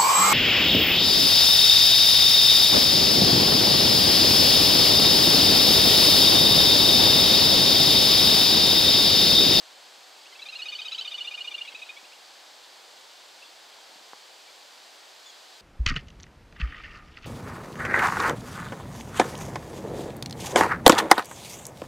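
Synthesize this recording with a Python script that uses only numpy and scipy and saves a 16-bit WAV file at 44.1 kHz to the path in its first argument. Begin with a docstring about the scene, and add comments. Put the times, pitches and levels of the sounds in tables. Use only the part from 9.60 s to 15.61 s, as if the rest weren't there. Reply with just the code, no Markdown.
"""Little grebes trilling on a pond

Arched and rising notes of about 25 ms alternate, each kind about 15 times a second, with soft peeps around.
Each note is a harmonic whistle carried by partials 2 and 3; water smears it and the banks return a faint wash.
Around it: steady hush and hiss (shaped noise), distant chirps (gliding sines), small knocks (decaying modes)."""
import sys
import numpy as np
from scipy import signal
from scipy.fft import rfft, irfft, next_fast_len
from scipy.io import wavfile
from scipy.ndimage import map_coordinates

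SR = 44100
rng = np.random.default_rng(int(sys.argv[2]) if len(sys.argv) > 2 else 0)


def transcribe(signal):
    """Save signal, clipped to [-1, 1], as a 16-bit WAV file at the path in sys.argv[1]."""
    frames = np.atleast_2d(signal).T
    limited = np.clip(frames, -1, 1)
    pcm = np.round(limited * 32767).astype(np.int16)
    wavfile.write(sys.argv[1], SR, pcm)


N = 265041


def amp(db):
    """Decibels to gain."""
    return 10 ** (np.asarray(db) / 20)


def unit(x):
    """Scaled to rms 1."""
    return x / np.sqrt(np.mean(x ** 2) + 1e-20)


def along(points, hz):
    """(Hz, value) points interpolated on a log-frequency axis."""
    f, v = np.transpose(points)
    return np.interp(np.log(hz + 1), np.log(f + 1), v)


def wobble(rate_hz, size):
    """Smooth random curve with rate_hz knots a second."""
    knots = rng.standard_normal(4096)
    return map_coordinates(knots, [np.arange(size) * rate_hz / SR], mode="wrap")


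def filtered(x, response):
    """x times a response of frequency."""
    m = next_fast_len(N + SR // 2)
    return irfft(rfft(x, m) * response(np.fft.rfftfreq(m, 1 / SR)), m)[..., :N]


def noise(spectrum):
    """Coloured noise of rms 1."""
    return unit(filtered(rng.standard_normal(N), lambda hz: amp(along(spectrum, hz))))


def add(track, start_s, sound):
    """Mix a sound into the track at start_s."""
    part = track[round(start_s * SR):][:len(sound)]
    part += sound[:len(part)]


def swell(u, attack, release):
    """Smooth rise and fall over u = 0 to 1; attack and release are shares of it."""
    rise = np.sin(np.pi / 2 * np.clip(u / attack, 0, 1)) ** 2
    fall = np.sin(np.pi / 2 * np.clip((1 - u) / release, 0, 1)) ** 2
    return rise * fall


# slow course of each voice: t/s, f/Hz, length/s, partial 2 level/dB before voice gain, partial 3 re 2/dB
ARCHED_COURSE = [(0.736, 1046, 0.018, -55.5, 1.5), (0.871, 1242, 0.022, -46.5, 1),
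                 (0.995, 1290, .028, -41.5, -4.5), (1.122, 1242, 0.028, -41, 0),
                 (1.26, 1280, 0.029, -43, 3), (1.385, 1346, 0.024, -43.5, 10.5),
                 (1.458, 1234, 0.021, -46, 8), (1.651, 1208, .024, -46, 6), (1.72, 1245, .025, -40.5, -7.5),
                 (1.989, 1198, 0.02, -44, 1), (2.13, 1073, 0.017, -56, 3), (2.254, 1350, .017, -55, 0)]
RISING_COURSE = [(.76, 1307, .021, -54, -6), (.83, 1334, 0.022, -47.5, 3), (1.05, 1472, 0.031, -39, -4),
                 (1.25, 1556, 0.025, -41, -5.5), (1.41, 1555, 0.03, -38.5, -7.5),
                 (1.601, 1441, 0.028, -36.5, -13), (1.885, 1453, .021, -36.5, -14.5),
                 (2.017, 1420, 0.019, -34, -20), (2.087, 1323, 0.026, -43.5, -5),
                 (2.3, 1248, .023, -43.5, -6.5), (2.38, 1138, 0.02, -52.5, -2.5)]
# rising notes: t/s, pitch change/share of pitch, accent (0-1; above 0.5 = louder late)
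RISING_SHAPE_COURSE = [(.8, .06, 0.53), (1.0, 0.041, .36), (1.45, 0.066, 0.29), (2.0, 0.034, 0.6),
                       (2.3, -0.011, 0.46)]
# soft upward peeps before and after the trill: t/s, partial 2 level/dB before voice gain
PEEP_EVENTS = [(.652, -56.5), (2.44, -56.5), (2.518, -55.5)]
PEEP_S, PEEP_HZ, PEEP_RISE, PEEP_THIRD_DB = 0.028, 1366, 0.205, -8
ARCHED_RISE, ARCHED_ACCENT = -0.022, 0.49  # pitch change/share, accent
ANSWER_SHARE = .44  # rising note's lag/period
EDGE_DB = -15.5  # lead-in and tail re body


def grebes():
    """Reedy arched notes on the beat interlock with purer rising ones between the beats."""
    on_beat, off_beat = beats(0, count=24), beats(ANSWER_SHARE, count=25)
    arched_notes = phrase(on_beat, ARCHED_COURSE, ARCHED_RISE, ARCHED_ACCENT)
    shape_s, rise, accent = np.transpose(RISING_SHAPE_COURSE)
    rise_now, accent_now = np.interp(off_beat, shape_s, rise), np.interp(off_beat, shape_s, accent)
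    rising_notes = phrase(off_beat, RISING_COURSE, rise_now, accent_now)
    peeps = [(s, PEEP_S, PEEP_HZ, PEEP_RISE, .5, db, db + PEEP_THIRD_DB) for s, db in PEEP_EVENTS]
    arched = notes(arched_notes, arch=0.222, scoop=0.1555, sag=0.164, attack=0.29, release=0.37,
                   edge_db=EDGE_DB, jitter=0.0048, flutter_db=0.7,
                   first_db=-16, fourth_db=-12.0, fifth_db=-16, upper_db=-40)
    rising = notes(rising_notes + peeps, arch=0.156, scoop=0.1473, sag=0.012, attack=0.21, release=0.45,
                   edge_db=EDGE_DB, jitter=0.0042, flutter_db=1.0,
                   first_db=-24.5, fourth_db=-26.0, fifth_db=-26, upper_db=-44)
    voices = amp(-0.75) * arched + amp(0.4) * rising
    return voices + ripples(voices, db=-16, t60_s=.05)


FIRST_NOTE_S = .731  # centre of the first arched note
# shortest period, beat index that has it, period growth per squared beat before and after
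PERIOD_S, FASTEST_BEAT, HURRY_S, TIRE_S = .065, 10.52, 2.94e-5, 5.33e-5


def beats(share, count):
    """Times at a share of each period: the trill hurries a little, then slows as the bird tires."""
    k = np.arange(count) - FASTEST_BEAT
    period_s = PERIOD_S + np.where(k < 0, HURRY_S, TIRE_S) * k ** 2
    return FIRST_NOTE_S + np.cumsum(period_s) - (1 - share) * period_s


PITCH_SPREAD, RISE_SPREAD = .006, .025  # standard deviation from note to note, shares of pitch


def phrase(times, course, rise, accent):
    """A note centred on each time, with the pitch, length and strength that the voice has then."""
    s, *controls = np.transpose(course)
    hz, length, db, third_db = (np.interp(times, s, c) for c in controls)
    detune, bend = (rng.standard_normal((len(times), 2)) * [PITCH_SPREAD, RISE_SPREAD]).T
    start_s = times - length / 2
    return list(np.broadcast(start_s, length, hz * (1 + detune), rise + bend, accent, db, db + third_db))


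# roughness of the voices: t/s, rasp re mean of partials 2 and 3/dB
RASP_COURSE = [(.7, -9), (1.0, -11), (1.2, -7), (1.4, -4), (1.55, -7), (1.8, -8), (2.1, -8), (2.5, -4)]


def notes(table, arch, scoop, sag, attack, release, edge_db, jitter, flutter_db,
          first_db, fourth_db, fifth_db, upper_db):
    """One puff of air per note: the pitch scoops up, arches and sags; the weak ends are unsteady."""
    out = np.zeros(N)
    rasp_s, rasp_db = np.transpose(RASP_COURSE)
    margin = .2  # lead-in and tail, share of length
    for s, length, hz, rise, accent, second_db, third_db in table:
        size = int((1 + 2 * margin) * length * SR)
        u = np.linspace(-margin, 1 + margin, size)
        sounding = swell(np.linspace(0, 1, size), 0.12, 0.11)
        core = swell(u, attack, release)
        # the membrane already sounds faintly just before and after the puff
        tilt = np.exp(9 * (accent - .5) * np.clip(u - .5, -.3, .3))
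        pressure = unit((core + amp(edge_db) * sounding) * tilt)

        glide = rise * (u - .5) - arch * (u - .5) ** 2
        glide -= scoop / (1 + np.exp(18 * u)) + sag / (1 + np.exp(18 * (1 - u)))
        unsteady = jitter * (1 + 5 * (1 - core)) * wobble(715, size)
        pitch = hz * (1 + glide + unsteady)
        phase = 2 * np.pi * np.cumsum(pitch) / SR

        effort_db = (second_db + third_db) / 2
        partials_db = [effort_db + first_db, second_db, third_db, effort_db + fourth_db, effort_db + fifth_db]
        partials_db += [effort_db + upper_db] * 6
        tone = np.zeros(size)
        for k, db in enumerate(partials_db, 1):
            flutter = amp(flutter_db * (k - 2) * wobble(273, size))
            tone += amp(db) * unit(pressure * throat(k * pitch) * flutter * np.sin(k * phase))

        # uneven cycles: noise-modulated tone midway between partials 2 and 3
        rasp = unit(wobble(1986, size) * np.sin(5 * phase / 2))
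        rasp *= swell(u, 0.03, 0.036) * (1 - 0.079 * core)
        rasp_gain = amp(effort_db + np.interp(s, rasp_s, rasp_db))
        add(out, s - margin * length, tone + rasp_gain * rasp)
    return out


# resonances of windpipe and bill: f/Hz, width/Hz, relative level/dB
THROAT_MODES = [(2380, 190, 6), (3010, 300, 10), (3880, 1200, -17), (4510, 150, 4)]


def throat(hz):
    """Gain of the windpipe and bill: a partial flares as it glides through a resonance."""
    power = sum(amp(db) ** 2 / (1 + (2 * (hz - centre) / width) ** 2) for centre, width, db in THROAT_MODES)
    return np.sqrt(power)


def ripples(x, db, t60_s):
    """The moving water scatters a short smear after each note, different from moment to moment."""
    t = np.arange(SR // 20) / SR
    out = np.zeros(N)
    for path in rng.standard_normal((3, len(t))) * amp(-60 * t / t60_s):
        out += wobble(11.0, N) * signal.fftconvolve(x, path / np.linalg.norm(path))[:N]
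    return amp(db) * out / np.sqrt(3)


# decay of the wash: f/Hz, t60/s
BANK_DECAY = [(500, 0.45), (3000, 0.72), (8000, 0.34)]


def banks(x):
    """Diffuse wash from the shore, different in each channel: decaying noise, longest near 3 kHz."""
    hz, t, z = signal.stft(rng.standard_normal((2, SR // 2)), SR, nperseg=256)
    decay = amp(-60 * t / along(BANK_DECAY, hz)[:, None])
    a, b = signal.istft(z * decay, SR, nperseg=256)[1]
    tail = np.array([a + 0.54 * b, a - 0.11 * b])
    return signal.fftconvolve(x[None], tail / np.linalg.norm(tail[0]), axes=1)[:, :N]


# distant birds: t/s, length/s, start f/Hz, middle f/Hz, end f/Hz, level/dB, octave re fundamental/dB
CHIRP_EVENTS = [(3.82, 0.028, 2500, 2720, 2700, -46.5, -25), (3.835, 0.036, 3420, 3440, 3470, -48, -25),
                (3.872, 0.026, 3400, 3400, 3520, -57, -25), (4.875, .024, 2260, 2320, 2330, -56, -25),
                (5.651, 0.044, 3480, 3500, 3460, -46.5, -5), (5.681, 0.031, 3420, 3350, 3250, -47, -4.5)]


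def chirps():
    """Short whistles from far away: a gliding sine and its octave, slightly unsteady."""
    out = np.zeros(N)
    for s, length, start_hz, middle_hz, end_hz, db, octave_db in CHIRP_EVENTS:
        u = np.linspace(0, 1, int(length * SR))
        pitch = np.polyval(np.polyfit([0, .5, 1], [start_hz, middle_hz, end_hz], 2), u)
        phase = 2 * np.pi * np.cumsum(pitch * (1 + 0.0063 * wobble(127, len(u)))) / SR
        level = amp(db + 2.4 * wobble(140, len(u))) * swell(u, .38, .35)
        add(out, s, level * (np.sin(phase) + amp(octave_db) * np.sin(2 * phase)))
    return out


# knocks near the microphone: t/s, relative level/dB, contact time/s
KNOCK_EVENTS = [(.28, -60, 0.0013), (.38, -61, 0.0017), (2.14, -53, 0.0014), (2.429, -55.5, 0.0017),
                (4.294, -62, 0.0019), (4.321, -61, 0.0027), (4.358, -54, 0.0024), (4.41, -55, .0014),
                (4.5332, -35.5, .0001)]
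# modes of the small case that is knocked: f/Hz, relative level/dB, t60/s
CASE_MODES = [(206, -28.5, 0.065), (300, -10.5, 0.052), (496, 7, 0.017), (810, 9, 0.02),
              (1010, 12.5, 0.014), (1500, 1, 0.019)]


def knocks():
    """Soft bumps and one hard tap ring the case modes; a longer contact weakens the high modes."""
    out, t = np.zeros(N), np.arange(SR // 8) / SR
    # the small case radiates neither deep bass nor treble
    radiation = signal.butter(3, [160, 1750], "band", fs=SR, output="sos")
    for s, db, contact_s in KNOCK_EVENTS:
        ring = np.zeros(len(t))
        for hz, level_db, t60_s in CASE_MODES:
            mode = amp(level_db - 60 * t / t60_s) * np.cos(2 * np.pi * hz * t)
            ring += mode / (1 + (2 * hz * contact_s) ** 4)
        ring = signal.sosfilt(radiation, ring)
        add(out, s, amp(db + 6.0) * ring / np.abs(ring).max())
    return out


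# noise spectra, breeze and hiss common to both channels, side opposed: f/Hz, relative level/dB
HUSH_SPECTRUM = [(24, -58), (40, -27.5), (97, -33), (172, -25.5), (329, -11), (541, -5), (579, -4.5),
                 (699, -3.5), (762, -1.5), (1360, -8), (1560, -5.5), (2400, -11), (3120, -20), (5280, -120)]
HISS_SPECTRUM = [(1290, -36), (2200, -8), (3270, -0.5), (4800, 0), (5450, -6), (7900, -9), (9950, -18),
                 (15200, -22), (15800, -31)]
SIDE_SPECTRUM = [(18, -47), (30, -11), (168, -11), (383, 0.5), (1040, 0.5), (1220, -1.5), (1610, -1.5),
                 (2770, -2), (4400, -9.5), (4880, -10.5), (6640, -13.5), (7360, -32), (8590, -22),
                 (9280, -30.5), (14000, -39)]
BREEZE_DB, HISS_DB, SIDE_DB = -55.5, -52.0, -60.5  # mean rms levels


def background():
    """Breeze on water and shore, its level drifting slightly, with mono microphone hiss and side noise."""
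    hush = amp(BREEZE_DB + 0.16 * wobble(10, N)) * noise(HUSH_SPECTRUM)
    hiss = amp(HISS_DB) * noise(HISS_SPECTRUM)
    side = amp(SIDE_DB + 0.24 * wobble(2.93, N)) * noise(SIDE_SPECTRUM)
    return np.array([hush + hiss + side, hush + hiss - side])


def scene():
    """The birds on the water, the shore's answer, the knocks and the background."""
    trill, far = grebes(), chirps()
    # f/Hz, left minus right/dB
    lean = [(1300, 2.5), (2400, -1.2), (2900, -2.5), (3700, 1.1), (6000, 0.0)]
    direct = filtered(trill, lambda hz: amp(np.outer([.5, -.5], along(lean, hz))))
    wash = banks(amp(-14.0) * (trill + far))
    return direct + far + wash + knocks() + background()


TOP_HZ = 15790


def record(dry):
    """Band limit: nothing passes from TOP_HZ up."""
    return filtered(dry, lambda hz: hz < TOP_HZ)


dry = scene()
out = record(dry)
transcribe(out)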